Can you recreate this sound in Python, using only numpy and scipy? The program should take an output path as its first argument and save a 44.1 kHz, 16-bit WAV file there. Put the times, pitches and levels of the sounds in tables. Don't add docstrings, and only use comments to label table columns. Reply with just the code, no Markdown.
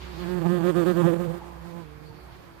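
import sys
import numpy as np
from scipy import signal
from scipy.io import wavfile
from scipy.ndimage import uniform_filter1d

SR = 44100
rng = np.random.default_rng(int(sys.argv[2]) if len(sys.argv) > 2 else 0)


def generate_wav(sig):
    pcm = np.round(np.clip(np.atleast_2d(sig).T, -1, 1) * 32767).astype(np.int16)
    wavfile.write(sys.argv[1], SR, pcm)


def decibels_to_gain(level_db):
    exponent = np.asarray(level_db, float) / 20
    return 10 ** exponent


N = 114660
T = np.arange(N) / SR


def rms_one(x):
    return x / np.sqrt(np.mean(x ** 2) + 1e-20)


def in_time(rows):
    s, *columns = np.transpose(rows)
    return [np.interp(T, s, c) for c in columns]


def at_hz(points, hz):
    table_hz, value = np.transpose(points)
    return np.interp(np.log(hz), np.log(table_hz), value)


def drift(rate):
    step = 40
    r = np.exp(-2 * step * np.pi * rate / SR)
    white = rng.standard_normal(N // step + 2002)
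    slow = signal.lfilter([1], [1, -2 * r, r * r], white)[2000:]
    return np.interp(np.arange(N) / step, np.arange(len(slow)), rms_one(slow - slow.mean()))


def bump(s, length, edge=2):
    return np.exp(-.5 * np.abs((T - s) / length) ** edge)


def swells(events):
    return sum(decibels_to_gain(db) * bump(s, length) for s, length, db in events)


def left_gain(db):
    return decibels_to_gain([[db], [0]])


def band_pass(x, hz):
    return signal.sosfilt(signal.butter(2, hz, "band", fs=SR, output="sos"), x)


def narrow_noise(hz, width_hz, channels=2):
    r = np.exp(-np.pi * width_hz / SR)
    x = rng.standard_normal((channels, N + SR))
    for _ in range(2):
        x = signal.lfilter([1, 0, -1], [1, -2 * r * np.cos(2 * np.pi * hz / SR), r * r], x)
    return rms_one(x[:, SR:])


# (frequency [Hz], correlation [-1 to 1])
LIKENESS = [(60, 1), (240, -0.59), (950, 0.012), (3770, -0.0039), (15000, 0.14)]


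def banded_noise(spectrum, patchy_db):
    out, together = 0, drift(3)
    edges = 27 * 2 ** np.arange(0, 9.6, .5)
    white = rng.standard_normal((2, 2, N))
    for k, (low, high) in enumerate(zip(edges, edges[1:])):
        mid, side = band_pass(white[k % 2], [low, high])
        hz = np.sqrt(low * high)
        alike = np.clip(at_hz(LIKENESS, hz), -1, 1)
        gain = decibels_to_gain(at_hz(spectrum, hz) + patchy_db * (0.57 * together + drift(11)))
        out = out + gain * (np.sqrt(1 + alike) * mid + np.sqrt(1 - alike) * side * [[1], [-1]])
    return rms_one(out)


# (frequency [Hz], density [dB per Hz])
AIR = [(30, -4), (55, -7), (130, 0.4), (260, -7.5), (850, -9.5), (1900, -16), (2700, -23.5), (4600, -24.5),
       (6000, -35), (15500, -37)]


def open_air():
    return decibels_to_gain(-46) * banded_noise(AIR, patchy_db=1.36) * left_gain(-5)


# (time [s], level [dB])
HUM = [(0, -34), (.3, -39), (.52, -44), (.7, -40), (.9, -42), (1.08, -37), (1.3, -43.5), (1.6, -38),
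       (1.75, -57), (1.9, -41.5), (2.1, -50), (2.25, -38.5), (2.48, -57), (2.6, -37.5)]


def low_hum():
    wavering = narrow_noise(63.2, 3.5, channels=1)
    even = wavering / (np.abs(signal.hilbert(wavering)) + .5) ** 0.96
    return decibels_to_gain(in_time(HUM)[0]) * even * left_gain(-7)


def beat_phase(hz):
    return 2 * np.pi * np.cumsum(hz * (1 + 0.0063 * drift(46))) / SR


# (time [s], wing beat [Hz], level [dB], fundamental against second partial [dB],
# third partial against its usual share [dB])
FLIGHT = [(0, 181.3, -58, 0, 3), (.21, 179.1, -38, 2, 6), (.31, 181.1, -31.5, 0.5, 4.5),
          (.37, 180.3, -32, 5, 2), (.42, 171.9, -29.5, 1, 10.5), (.46, 181, -27.5, 9, 8),
          (.50, 174.8, -27, 6.5, 1.5), (.54, 178.5, -26.5, 2, 11.5), (.58, 175.4, -28, 1, 5),
          (.65, 176, -25, 0.5, 6.5), (.69, 182.2, -22.5, -3.5, 9.5), (.78, 177.1, -22.5, -0.5, 7.5),
          (.82, 175, -23, -5, 10), (.88, 179.3, -22, -2, 8), (.91, 180, -23, -1.5, 9.5),
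          (.98, 175.9, -24.5, 1, 11), (1.015, 177.6, -24, 0.5, 16.5), (1.04, 165.6, -23, 4, 9),
          (1.06, 169.2, -23, 8, 0), (1.08, 176.5, -23.5, -4.5, 18), (1.10, 168.2, -26, 3, 13),
          (1.14, 177.2, -25.5, 1, 14.5), (1.20, 177.6, -31.5, 6, 16), (1.24, 175.4, -33, 0, 9),
          (1.275, 173.1, -37, 9, 26.5), (1.305, 170, -38, 11, 22.5), (1.35, 174.1, -38.5, 1.5, 11.5),
          (1.378, 172.3, -39, -8, 0), (1.40, 170.2, -51.5, 4, 8), (1.47, 174.4, -46.5, -0.5, 6),
          (1.55, 168.8, -52, 5.5, 6), (1.62, 168, -53.5, 10.5, 24), (1.67, 171.7, -47, 8, 2),
          (1.72, 167.8, -50.5, 10.5, 18.5), (1.78, 172.4, -45, 8.5, 11), (1.82, 166.5, -47, 1, 11),
          (1.87, 151.9, -72, 9, 5)]
# (time [s], length [s], sag [Hz], overtone loss [dB], fundamental loss [dB])
SWERVES = [(0.154, 0.031, 17.3, 3, -1), (0.251, 0.033, 9.7, 3.5, -2), (0.401, 0.011, 11, 7.5, 0.5),
           (0.438, 0.019, 16, 5.5, 4), (0.48, 0.014, 5.95, 4.5, 2.5), (0.594, 0.012, 10.6, 4, 2.5),
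           (.620, 0.016, 13, 5.5, 0.5), (0.728, 0.026, 28.8, 11.5, 7), (0.828, 0.023, 9.3, 1.5, 0.5),
           (0.847, 0.012, 15.3, 6, 7), (0.938, 0.024, 20.7, 10, 5), (1.03, 0.01284, 9.295, 7.5, 0),
           (1.12, 0.01675, 11.3, 0, 6.5), (1.151, 0.011, 10.77, 6, 8), (1.178, 0.0167, 11.86, 10, 3.5),
           (1.278, 0.022, 9.2, 7, -0.5), (1.326, 0.0088, 2, 9.5, 0.5), (1.603, 0.029, 3.5, 8, -1)]


def swerving_flight():
    hz, level_db, facing_db, third_db = in_time(FLIGHT)
    first_db, loss_db = facing_db, np.zeros(N)
    recovery_stretch, edge = 1.7, 3
    for s, length, sag_hz, over_db, own_db in SWERVES:
        before = bump(s, length / 2, edge)
        after = bump(s, recovery_stretch * length / 2, edge)
        shape = np.where(T < s, before, after)
        hz = hz - sag_hz * shape
        loss_db = loss_db + over_db * shape
        first_db = first_db - own_db * shape
    upper_db = np.maximum(0.53 * loss_db + 0.76 * (facing_db - first_db), -2)
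    level_db = level_db - 900 * np.maximum(T - FLIGHT[-1][0], 0)
    return hz, level_db, facing_db, first_db, third_db, loss_db, upper_db


# (frequency [Hz], density [dB per Hz])
WING_AIR = [(70, -17.5), (400, 5), (1800, -11), (3000, -17), (4500, -21.5), (5800, -26), (7000, -14),
            (11000, -32), (15500, -19)]


def wing_air(snap, level_db, upper_db):
    gate = np.exp(0.99 * (0.18 * np.cos(snap) + 0.57 * np.cos(2 * snap)))
    air_db = -39.5 + 0.58 * (level_db - upper_db + 32.5)
    air_db = air_db + 0.5 * level_db * (T > FLIGHT[-1][0])
    return decibels_to_gain(air_db) * rms_one(gate * banded_noise(WING_AIR, patchy_db=1))


# (multiple of the wing beat, level [dB])
PARTIALS = [(1, 2), (2, 4.5), (3, -13.5), (4, -13.5), (5, -12.5), (6, -12.5), (7, -13.5), (8, -21),
            (9, -19), (10, -20), (11, -24.5), (12, -53)]
# (time [s], length [s], level [dB])
FLARES = [
    (0.451, 0.01, 6),
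    (0.596, 0.016, 3),
    (1.046, 0.007, 3),
    (1.261, 0.0094, 2),
]
# (time [s], multiple of the wing beat, depth [dB])
NULL = [(.2, 5.01, 0), (.36, 5.01, 5), (.42, 5.2, 9), (.46, 7.2, -3.5), (.50, 4.3, 10), (.53, 5.01, 33),
        (.58, 5.01, 9), (.61, 6.2, 1), (.66, 5.2, 24), (.70, 5.01, 12), (.80, 5.6, 17), (.85, 6.5, 2),
        (.90, 5.1, 17), (.93, 5.5, 12), (.98, 4.9, 21), (1.0, 4.1, 14), (1.04, 3.2, 18), (1.065, 6.01, 10),
        (1.085, 5.01, 18), (1.12, 6.01, 5), (1.15, 4.3, 1), (1.18, 6.01, 11), (1.22, 4.4, 15),
        (1.24, 5.01, 24), (1.30, 6.01, 7), (1.36, 5.01, 23), (1.5, 6.01, -10)]
LEAK_BAND = [1850, 4860]


def near_wasp():
    hz, level_db, facing_db, first_db, third_db, loss_db, upper_db = swerving_flight()
    null, null_db = in_time(NULL)
    roll_db = 0.91 * np.minimum(facing_db, 6) + sum(db * bump(s, length) for s, length, db in FLARES)
    phase, out = beat_phase(hz), 0
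    stroke_lag = 3.06 * (1 + 0.24 * drift(8.8))
    sweep_rad, sweep_top = .14, 13
    rasp = [(k, -31.5 - .3 * (k - 13) - 3.5 * max(k - 21, 0)) for k in range(13, 29)]
    for k, db in [*PARTIALS, *rasp]:
        k = round(k)
        if k == 1:
            change_db = first_db
        else:
            change_db = 1.3 * min(k - 2, 3) / 3 * drift(7.8)
            change_db = change_db - null_db * np.exp(-.5 * ((k - null) / 0.5) ** 2)
        if k == 2:
            change_db = change_db - loss_db
        if k == 3:
            change_db = change_db - 1.29 * loss_db + third_db
        if k > 3:
            change_db = change_db - upper_db + 0.034 * third_db
        if k in (4, 5):
            change_db = change_db + roll_db
        late = sweep_rad * min(k, sweep_top) * (2 * k - min(k, sweep_top))
        angle = k * phase + stroke_lag * (k == 1) - late
        angle = angle + .13 * (1 + .1 * k) * drift(10)
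        out = out - np.sqrt(2) * decibels_to_gain(level_db + db + change_db) * np.sin(angle)
    air = wing_air(phase - 2 * sweep_rad * sweep_top, level_db, upper_db)
    right = out + air[1]
    leak = decibels_to_gain(-25.5) * band_pass(right + decibels_to_gain(11) * air[0], LEAK_BAND)
    return np.array([decibels_to_gain(-60) * right + leak, right])


def drone(path, partials):
    hz, level_db, left_db = in_time(path)
    phase = beat_phase(hz)
    tone = sum(decibels_to_gain(db + 2.89 * drift(35)) * np.sin(round(k) * phase + k) for k, db in partials)
    tone = tone * decibels_to_gain(level_db) * (T > path[0][0]) * (T < path[-1][0])
    return tone * np.array([decibels_to_gain(left_db / 2), decibels_to_gain(-left_db / 2)])


# (time [s], wing beat [Hz], level [dB], left against right [dB])
FAR_WASP = [(0, 182, -56, 0), (.3, 180, -60, 0), (.5, 180, -70, 0), (1.4, 180, -66, 6), (1.6, 178, -58, 8),
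            (1.7, 171, -57, 8), (1.77, 184, -60, 8), (1.9, 178, -64, 8), (2.0, 182, -59, 7),
            (2.07, 173, -58, 7), (2.15, 180, -55, 5), (2.25, 185, -53, 5), (2.32, 169, -56, 8),
            (2.39, 187, -52, 4), (2.47, 172, -56, 9), (2.55, 162, -55, 10), (2.6, 170, -57, 10)]
# (multiple of the wing beat, level [dB])
FAR_PARTIALS = [(1, -5), (2, 1.5), (3, -27), (4, -12), (6, -12)]


def far_wasp():
    return drone(FAR_WASP, FAR_PARTIALS)


# (time [s], length [s], level [dB])
CHIRPS = [
    (0.04, 0.026, -62),
    (0.218, 0.019, -53),
    (0.515, 0.13, -57.5),
    (0.885, 0.11, -54.5),
    (2.076, 0.024, -61.5),
    (2.207, 0.045, -64),
]


def birds():
    return swells(CHIRPS) * narrow_noise(4450, 500)


# (time [s], length [s], level [dB])
RUSTLES = [
    (0.057, 0.071, -43.5),
    (0.246, 0.058, -44.5),
]
# (frequency [Hz], density [dB per Hz])
RUSTLE = [(60, 18), (400, 10.5), (1400, 8), (4500, 4), (6000, -8.5), (15000, -49)]


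def leaves():
    return swells(RUSTLES) * banded_noise(RUSTLE, patchy_db=2.5)


def traffic():
    flicker_db = 0.94 * drift(14.5)
    return decibels_to_gain(-48.5 + flicker_db) * bump(1.26, 0.3) * narrow_noise(860, 495)


# (time [s], length [s], pitch [Hz], rise [Hz per s], level [dB])
FAR_TONES = [
    (1.437, 0.031, 853, -200, -54),
    (1.643, 0.029, 883, 0, -63),
    (2.115, 0.014, 104.9, 908, -43.5),
    (2.12, 0.011, 900, 0, -49),
    (2.291, .022, 920, 600, -60),
]


def far_tones():
    out = 0
    for s, length, hz, rise, db in FAR_TONES:
        cycles = (hz + rise * (T - s) / 2) * (T - s)
        out = out + decibels_to_gain(db) * bump(s, length) * np.sin(2 * np.pi * cycles)
    return decibels_to_gain(5 * drift(25)) * out


# (time [s], wing beat [Hz], level [dB], left against right [dB])
SLOW_WASP = [
    (1.80, 160.9, -62, -32),
    (1.87, 150, -58, -32),
    (2.0, 150.9, -56, -26),
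    (2.15, 152.8, -54.5, -21.5),
    (2.26, 147.6, -64, -23),
]
# (multiple of the wing beat, level [dB])
SLOW_PARTIALS = [(1, 1.5), (2, -6.5), (3, -6), (4, -26)]


def slow_wasp():
    return drone(SLOW_WASP, SLOW_PARTIALS)


def ducking(loud, knee_db, slope):
    power = uniform_filter1d(loud ** 2, int(0.17 * SR)) + 1e-12
    return decibels_to_gain(-slope * np.maximum(10 * np.log10(power) - knee_db, 0))


def scene():
    wasp = near_wasp()
    surroundings = open_air() + low_hum() + far_wasp() + birds() + leaves()
    surroundings = surroundings + traffic() + far_tones() + slow_wasp()
    return wasp + ducking(wasp[1], knee_db=-24, slope=0.81) * surroundings


def top_cut(x):
    return signal.sosfilt(signal.butter(12, 16380, fs=SR, output="sos"), x)


LEFT_DIP_BAND = [150, 740]


def record(dry):
    left, right = signal.sosfilt(signal.butter(3, 42, "high", fs=SR, output="sos"), dry)
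    band = signal.sosfiltfilt(signal.butter(2, LEFT_DIP_BAND, "band", fs=SR, output="sos"), left)
    top = signal.sosfiltfilt(signal.butter(8, 11800, "high", fs=SR, output="sos"), left)
    left = left - band * (1 - ducking(right, knee_db=-51, slope=0.87))
    left = left + top * ducking(right, knee_db=-41, slope=3)
    mix = signal.sosfilt(signal.cheby2(14, 60, 16000, fs=SR, output="sos"), [left, right])
    return top_cut(mix)


dry = scene()
out = record(dry)
generate_wav(out)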